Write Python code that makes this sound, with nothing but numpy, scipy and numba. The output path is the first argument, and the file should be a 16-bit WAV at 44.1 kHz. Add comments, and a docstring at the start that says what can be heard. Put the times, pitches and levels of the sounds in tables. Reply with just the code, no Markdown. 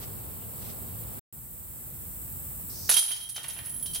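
"""Hanging steel chains, struck by a thrown disc, crash and jingle on in a basket in a wooded park.
Each impact excites the damped modes of the links; the plastic disc knocks and drops into a ringing wire
tray, and ground and trunks scatter the sound. Insects hiss over a far rumble, with faint rustles and a
chirp; this background breaks off briefly and resumes, and a thin hiss swells just before the crash.
An automatic gain control ducks after the crash and creeps back."""
import sys
import numpy as np
from scipy import signal
from scipy.fft import rfft, irfft
from scipy.io import wavfile
from scipy.ndimage import uniform_filter1d
from numba import njit

SR = 44100
rng = np.random.default_rng(int(sys.argv[2]) if len(sys.argv) > 2 else 0)


def wrap_up_sound(samples):
    """Save the sound to the file named by the first command line argument, as 16-bit audio."""
    columns = np.atleast_2d(samples).T
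    # keep every value between -1 and 1, then stretch to whole-number steps
    tamed = np.clip(columns, -1, 1)
    steps = np.round(tamed * 32767).astype(np.int16)
    wavfile.write(sys.argv[1], SR, steps)


N = 176400
TIME = np.arange(N) / SR
SIDES = np.array([[1], [-1]])  # opposite signs for left and right


def undb(db):
    """Amplitude grows tenfold for every 20 dB."""
    return 10 ** (np.asarray(db) / 20)

def unit(x):
    """Normalisation to an rms of 1."""
    return x / np.sqrt(np.mean(x ** 2))

def panned(db):
    """Interaural level difference: a pair of gains with the left db above the right."""
    return undb(SIDES * db / 2)

def curve(rows, column):
    """Linear interpolation of one column of a table over time."""
    rows = np.array(rows)
    return np.interp(TIME, rows[:, 0], rows[:, column])

def on_bins(points, size=N):
    """Interpolation of a spectrum along a logarithmic frequency axis."""
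    hz, value = np.array(points).T
    return np.interp(np.log(np.fft.rfftfreq(size, 1 / SR) + 1), np.log(hz), value)

def noise(spectrum, size=N):
    """Spectral shaping turns white noise into coloured noise of rms 1."""
    white = rfft(rng.standard_normal(size))
    return unit(irfft(white * undb(on_bins(spectrum, size)), size))

def flicker(rate_hz):
    """Random modulation: Gaussian values joined by straight lines, with a spread near 1."""
    knots = rng.standard_normal(1024)
    return 1.2 * np.interp(TIME * rate_hz, np.arange(len(knots)), knots)

def decay(t, t60):
    """Exponential damping: amplitude falls 60 dB in t60 seconds."""
    return np.exp(-np.log(1000) * t / t60)

def ring(pushes, hz, t60):
    """A damped harmonic oscillator answers each impulse with a decaying sine."""
    r, w = decay(1 / SR, t60), 2 * np.pi * hz / SR
    out, first = np.zeros(N), np.argmax(pushes != 0)
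    feedback = [1, -2 * r * np.cos(w), r * r]
    out[first:] = signal.lfilter([0, np.sqrt(2) * r * np.sin(w)], feedback, pushes[first:])
    return out

def burst(spectrum, t60, size=16384):
    """Modal overlap: many crowded, damped modes merge into decaying noise."""
    return noise(spectrum, size) * decay(TIME[:size], t60)


# Spectra of the rumble, before and after the break, and of the insects.
# Each row: frequency in Hz, relative spectral level in dB.
EARLY_RUMBLE = [(15, -42), (25, -22), (53, -4.5), (102, 0.5), (206, -9), (322, -17.5), (362, -15),
                (553, -18.5), (607, -20), (994, -23.5), (1630, -30), (6800, -35), (8840, -64),
                (15000, -120)]
LATE_RUMBLE = [(15, -59), (25, -21), (53, 0), (97, -1), (132, -2), (221, -11.5), (354, -18.5), (593, -23),
               (805, -24.5), (1380, -28), (4350, -36), (6800, -30.5), (8840, -71), (15000, -120)]
INSECT_SPECTRUM = [(5500, -41), (6900, -21), (7700, -5), (8500, -5), (9500, -9.5), (11000, -7), (13000, -3),
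                   (15000, 0), (16000, -4)]
# Background before and after the break. Each row: time in seconds, rumble in dB, insects in dB.
EARLY_LEVELS = [(0, -43, -41.5), (.45, -45.5, -41.5), (.68, -42.5, -40.5), (.8, -44.5, -41),
                (1.19, -44, -41)]
LATE_LEVELS = [(1.33, -51, -45), (1.6, -49.5, -43.5), (1.9, -47, -42), (2.45, -45.5, -39.5),
               (2.88, -45.5, -40.5), (3.299, -48.5, -44), (4, -46.5, -45)]
# Stereo width of the rumble. Each row: frequency in Hz, amplitude ratio of side to mid.
RUMBLE_WIDTH = [(50, 0.6), (120, 0.34), (260, 1.0), (1000, 1), (6000, 0.51)]

def park(rumble_spectrum, levels):
    """Low coherence between the ears makes the far rumble and the insect chorus sound wide."""
    mid = noise(rumble_spectrum)
    side = irfft(rfft(noise(rumble_spectrum)) * on_bins(RUMBLE_WIDTH), N)
    rumble = mid + SIDES * side
    rumble[1] = np.roll(rumble[1], int(.00026 * SR))  # reaches the right ear later
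    insects = (noise(INSECT_SPECTRUM) + SIDES * noise(INSECT_SPECTRUM)) * panned(db=-.9)
    insect_db = curve(levels, column=2) + .5 * flicker(rate_hz=60)
    return rumble * undb(curve(levels, column=1)) + insects * undb(insect_db)


# Soft rustles. Each row: peak time in seconds, half length in seconds, level in dB.
RUSTLE_SWELLS = [(.03, 0.033, -50), (0.624, .04, -54.5), (.693, 0.039, -52.5)]
# Their spectrum. Each row: frequency in Hz, relative spectral level in dB.
RUSTLE_SPECTRUM = [(300, -11), (800, 2), (1500, -4), (3200, 1.5), (6000, 0.5), (10000, -18)]

def rustles():
    """Irregular amplitude modulation makes faint swells of noise rustle."""
    swell = sum(undb(db) * np.exp(-((TIME - at) / half) ** 2) for at, half, db in RUSTLE_SWELLS)
    envelope = swell * undb(2.5 * flicker(rate_hz=70.3))
    return envelope * np.array([noise(RUSTLE_SPECTRUM), noise(RUSTLE_SPECTRUM)])


# The band of the chirp. 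Each row: frequency in Hz, relative spectral level in dB.
CHIRP_SPECTRUM = [(2200, -28), (2900, 10), (4300, -13), (5200, -30)]

def chirp(peak_s=.426, half_length_s=.023, level_db=-63):
    """Narrowband noise has a blurred pitch: one short swell is a faint chirp far off in the trees."""
    swell = np.exp(-((TIME - peak_s) / half_length_s) ** 2)
    return undb(level_db) * swell * noise(CHIRP_SPECTRUM)


# Thin hiss before the crash. Each row: time in seconds, level in dB, centre frequency in Hz.
HISS_GLIDE = [(2.69, -68, 4870), (2.702, -53.5, 5220), (2.76, -49.5, 5500), (2.83, -48, 5600),
              (2.89, -45, 5680), (2.93, -70, 5500)]

def flight_hiss(width_hz=720):
    """Frequency translation: a noise band on a gliding carrier rises while the disc is in the air."""
    band = np.exp(-(np.fft.fftfreq(N, 1 / SR) / width_hz / 2) ** 2)
    carrier = np.exp(2j * np.pi * np.cumsum(curve(HISS_GLIDE, column=2)) / SR)
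    basebands = np.fft.ifft(np.fft.fft(rng.standard_normal((2, N))) * band)
    mid, side = (unit((baseband * carrier).real) for baseband in basebands)
    sounding = (TIME > HISS_GLIDE[0][0]) & (TIME < HISS_GLIDE[-1][0])
    envelope = undb(curve(HISS_GLIDE, column=1)) * sounding
    return (mid + .67 * SIDES * side) * envelope * panned(db=.5)


# The disc hits chains, pole and tray. Each row: start in seconds, crack in dB, tray ring in dB.
DISC_KNOCKS = [(2.892, -24.5, -33), (2.899, -24.5, -35), (2.914, -26, -51), (2.927, -27, -49),
               (2.957, -32, -42), (2.97, -23, -47), (2.978, -39, -45), (3.024, -30, -54), (3.082, -40, -51),
               (3.108, -27.5, -48), (3.157, -37, -54), (3.197, -55, -57), (3.361, -34.5, -53),
               (3.378, -31.5, -42), (3.442, -31.5, -43), (3.491, -37.5, -55), (3.564, -41.5, -44),
               (3.588, -37, -46), (3.665, -48, -56.5), (3.958, -42.5, -54)]
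# Struck plastic. Each row: frequency in Hz, relative spectral level in dB.
DISC_SPECTRUM = [(100, -23), (250, -11), (380, -5.5), (700, 0.5), (1000, 1), (1300, 1.5), (1800, 2.5),
                 (2400, 3), (3500, 1), (7000, -9.5)]
# Modes of the wire tray. Each row: frequency in Hz, relative level in dB, T60 in seconds.
TRAY_MODES = [(661, -10.5, 0.14), (896, -22.5, 1), (1033, -25, 0.43), (1285, -23, 0.23), (1472.5, -16, 1),
              (1825, -16, 1.0), (1879, -17, 0.65), (2265, -24, .4), (2410, -30, 0.28), (2733, -12, 0.39),
              (2860, -11, 0.27)]

def disc_and_tray():
    """Impact excitation: the damped plastic gives a dull crack and a shudder; the wire tray rings on."""
    out = np.zeros(N)
    start_s, crack_db, tray_db = np.array(DISC_KNOCKS).T
    onsets = (start_s * SR).astype(int)
    for at, db in zip(onsets, crack_db):
        crack = burst(DISC_SPECTRUM, t60=.063)
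        shudder = undb(-17) * burst(DISC_SPECTRUM, t60=.81)
        out[at:at + len(crack)] += undb(db) * (crack + shudder)[:N - at]
    for hz, db, t60 in TRAY_MODES:
        pushes = undb(tray_db + db) * rng.choice([-1, 1], len(onsets))
        out += ring(np.bincount(onsets, pushes, N), hz, t60)
    return out


# Clashes of the swinging chains. Each row: start in seconds, length in seconds,
# then the levels in dB of the low modes, middle modes, top modes and clack.
CHAIN_CLASHES = [(2.893, .007, -55, -35, -13.5, -19), (2.899, 0.0042, -52, -16, -16.5, -20),
                 (2.911, 0.026, -41, -29, -14.5, -11), (2.939, 0.0071, -20, -12.5, -13, -14),
                 (2.95, 0.015, -28, -27, -18, -18), (2.966, .008, -10.5, -14, -6, -10.5),
                 (2.976, 0.0087, -24, -5.5, -27, -11), (2.989, .011, -43, -5.5, -9, -10.5),
                 (3.016, 0.06, -33, -21, -13, -18), (3.08, .025, -21.5, -20, -16.5, -33),
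                 (3.115, 0.009, -19, -36, -16.5, -21), (3.164, 0.0071, -44, -29, -45, -28.5),
                 (3.205, 0.056, -30, -31, -24, -33), (3.289, 0.015, -53, -27, -23.5, -29),
                 (3.344, 0.023, -33, -48, -28, -43), (3.358, .014, -30.5, -59, -40, -25.5),
                 (3.431, 0.024, -40, -33.5, -31, -36), (3.482, .003, -46, -36, -26.5, -39),
                 (3.494, .014, -45, -34, -42, -32), (3.53, 0.073, -46, -51, -32, -44),
                 (3.575, 0.019, -51, -52, -34, -52), (3.64, .02, -54, -52, -38, -46),
                 (3.653, .02, -52, -43, -30, -46), (3.68, 0.044, -56.5, -49, -30, -44),
                 (3.738, .012, -54, -50, -30.5, -55), (3.76, .02, -60, -47, -33, -52),
                 (3.788, .025, -64, -59, -40, -49), (3.826, 0.0046, -53, -37, -28.5, -49),
                 (3.857, 0.0071, -37, -34, -37, -36.5), (3.906, .01, -46, -55, -37, -62),
                 (3.932, .005, -46, -33, -32.5, -41), (3.945, 0.021, -38.5, -33, -26.5, -30)]
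# Three families of link modes. Each row: frequency in Hz, relative level in dB, T60 in seconds,
# spread between links as a fraction of the frequency.
LOW_MODES = [(3168, -1.5, .14, 0.0109), (3190, -21, 0.57, 0.0077), (3890, -13, 0.23, 0.0101),
             (4520, -20.5, 0.3, 0.026), (5660, -22, 0.42, 0.055)]
MIDDLE_MODES = [(8900, -6.5, 0.12, 0.0106), (9280, -5.5, .1, 0.024)]
TOP_MODES = [(10090, -4.5, 0.23, .014), (10500, -5.5, 0.076, .02), (11000, -9, 0.14, .018),
             (11640, -17, 0.13, .018), (12100, -10.5, 0.072, 0.012)]
# Steel striking steel. Each row: frequency in Hz, relative spectral level in dB.
CLACK_SPECTRUM = [(300, -22), (2000, -11.5), (2800, -9), (3500, -0.5), (6000, 1.5), (7600, -2), (9000, -2),
                  (12000, -1), (14000, -5), (16000, -15)]

def chains(links=18, soft_below_db=-22, lag_spread_s=.000012):
    """Modal superposition: links collide in turn, each ringing at its own slightly detuned pitches."""
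    start_s, length_s, low_db, middle_db, top_db, clack_db = np.array(CHAIN_CLASHES).T
    order = rng.random((len(start_s), links)).argsort(1)
    turn = order + rng.random(order.shape) * (order > 0)
    delay_share = (turn / links) ** 1.3  # contacts crowd toward the start of a clash
    scatter_db = 3 + .66 * np.maximum(soft_below_db - top_db, 0)  # fewer links carry a soft clash
    force = undb(scatter_db[:, None] * rng.standard_normal(order.shape)) * (1 - delay_share / 2)
    force /= np.sqrt((force ** 2).sum(1, keepdims=True))  # the links share the energy
    out = np.zeros((2, N))
    for link in range(links):
        contact_s = start_s + length_s * delay_share[:, link]
        onsets = np.minimum((contact_s * SR).astype(int), N - 1)
        clacks = np.bincount(onsets, force[:, link] * undb(clack_db), N)
        sound = signal.oaconvolve(clacks, burst(CLACK_SPECTRUM, t60=.06))[:N]
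        for family_db, modes in ((low_db, LOW_MODES), (middle_db, MIDDLE_MODES), (top_db, TOP_MODES)):
            for hz, db, t60, spread in modes:
                pushes = force[:, link] * undb(family_db + db) * rng.choice([-1, 1], len(onsets))
                detuned_hz = hz * (1 + spread * rng.standard_normal())
                sound += ring(np.bincount(onsets, pushes, N), detuned_hz, t60)
        lag = int(round(lag_spread_s * SR * rng.standard_normal()))
        right = sound[np.clip(np.arange(N) - lag, 0, N - 1)]
        out += panned(db=3 * rng.standard_normal()) * np.array([sound, right])
    return out


def trees(sound, level_db=-4, t60=.4, delay_s=.008):
    """Scattering from ground and trunks leaves a thin reverberant tail, different at each ear."""
    t = TIME[:SR]
    tail = rng.standard_normal((2, SR)) * decay(t, t60) * (t > delay_s)
    tail /= np.sqrt((tail ** 2).sum(1, keepdims=True))
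    return undb(level_db) * signal.fftconvolve(sound.mean(0)[None], tail, axes=1)[:, :N]


# Direction of the basket. Each row: frequency in Hz, left minus right level in dB.
BASKET_BALANCE = [(100, -.5), (380, -2.5), (700, -7.5), (2400, -5), (3200, -9), (4500, 1), (6000, -0.5),
                  (8500, -3.5), (11000, -9), (15000, 2)]

def scene(break_s=1.1933, resume_s=1.3258):
    """Superposition: the park, broken by a short silence, and the basket a little to the right."""
    basket = irfft(rfft(chains() + disc_and_tray()) * panned(on_bins(BASKET_BALANCE)), N)
    early = park(EARLY_RUMBLE, EARLY_LEVELS) + rustles() + chirp()
    late = park(LATE_RUMBLE, LATE_LEVELS) + flight_hiss() + basket + trees(basket)
    return early * (TIME < break_s) + late * (TIME > resume_s)


@njit
def gain_reduction(wanted_db, attack_s, release_db_per_s):
    """Envelope following: the reduction rises exponentially to its target and lets go at a steady rate."""
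    out, now = np.empty(len(wanted_db)), 0.
    for i, target in enumerate(wanted_db):
        if target > now:
            now += (target - now) / (attack_s * SR)
        else:
            now = max(now - release_db_per_s / SR, target)
        out[i] = now
    return out


def record(dry, threshold_db=-32.5, slope=.62, cutoff_hz=15800):
    """Compression: gain falls as the level passes a threshold; a steep low-pass then cuts the top."""
    power = uniform_filter1d((dry ** 2).mean(0), size=256)
    level_db = 10 * np.log10(np.maximum(power, 1e-12))
    wanted_db = slope * np.maximum(level_db - threshold_db, 0)
    ducked = dry * undb(-gain_reduction(wanted_db, attack_s=.036, release_db_per_s=17.5))
    lowpass = signal.ellip(12, .1, 80, cutoff_hz, fs=SR, output="sos")
    return signal.sosfilt(lowpass, ducked)


dry = scene()
out = record(dry)
wrap_up_sound(out)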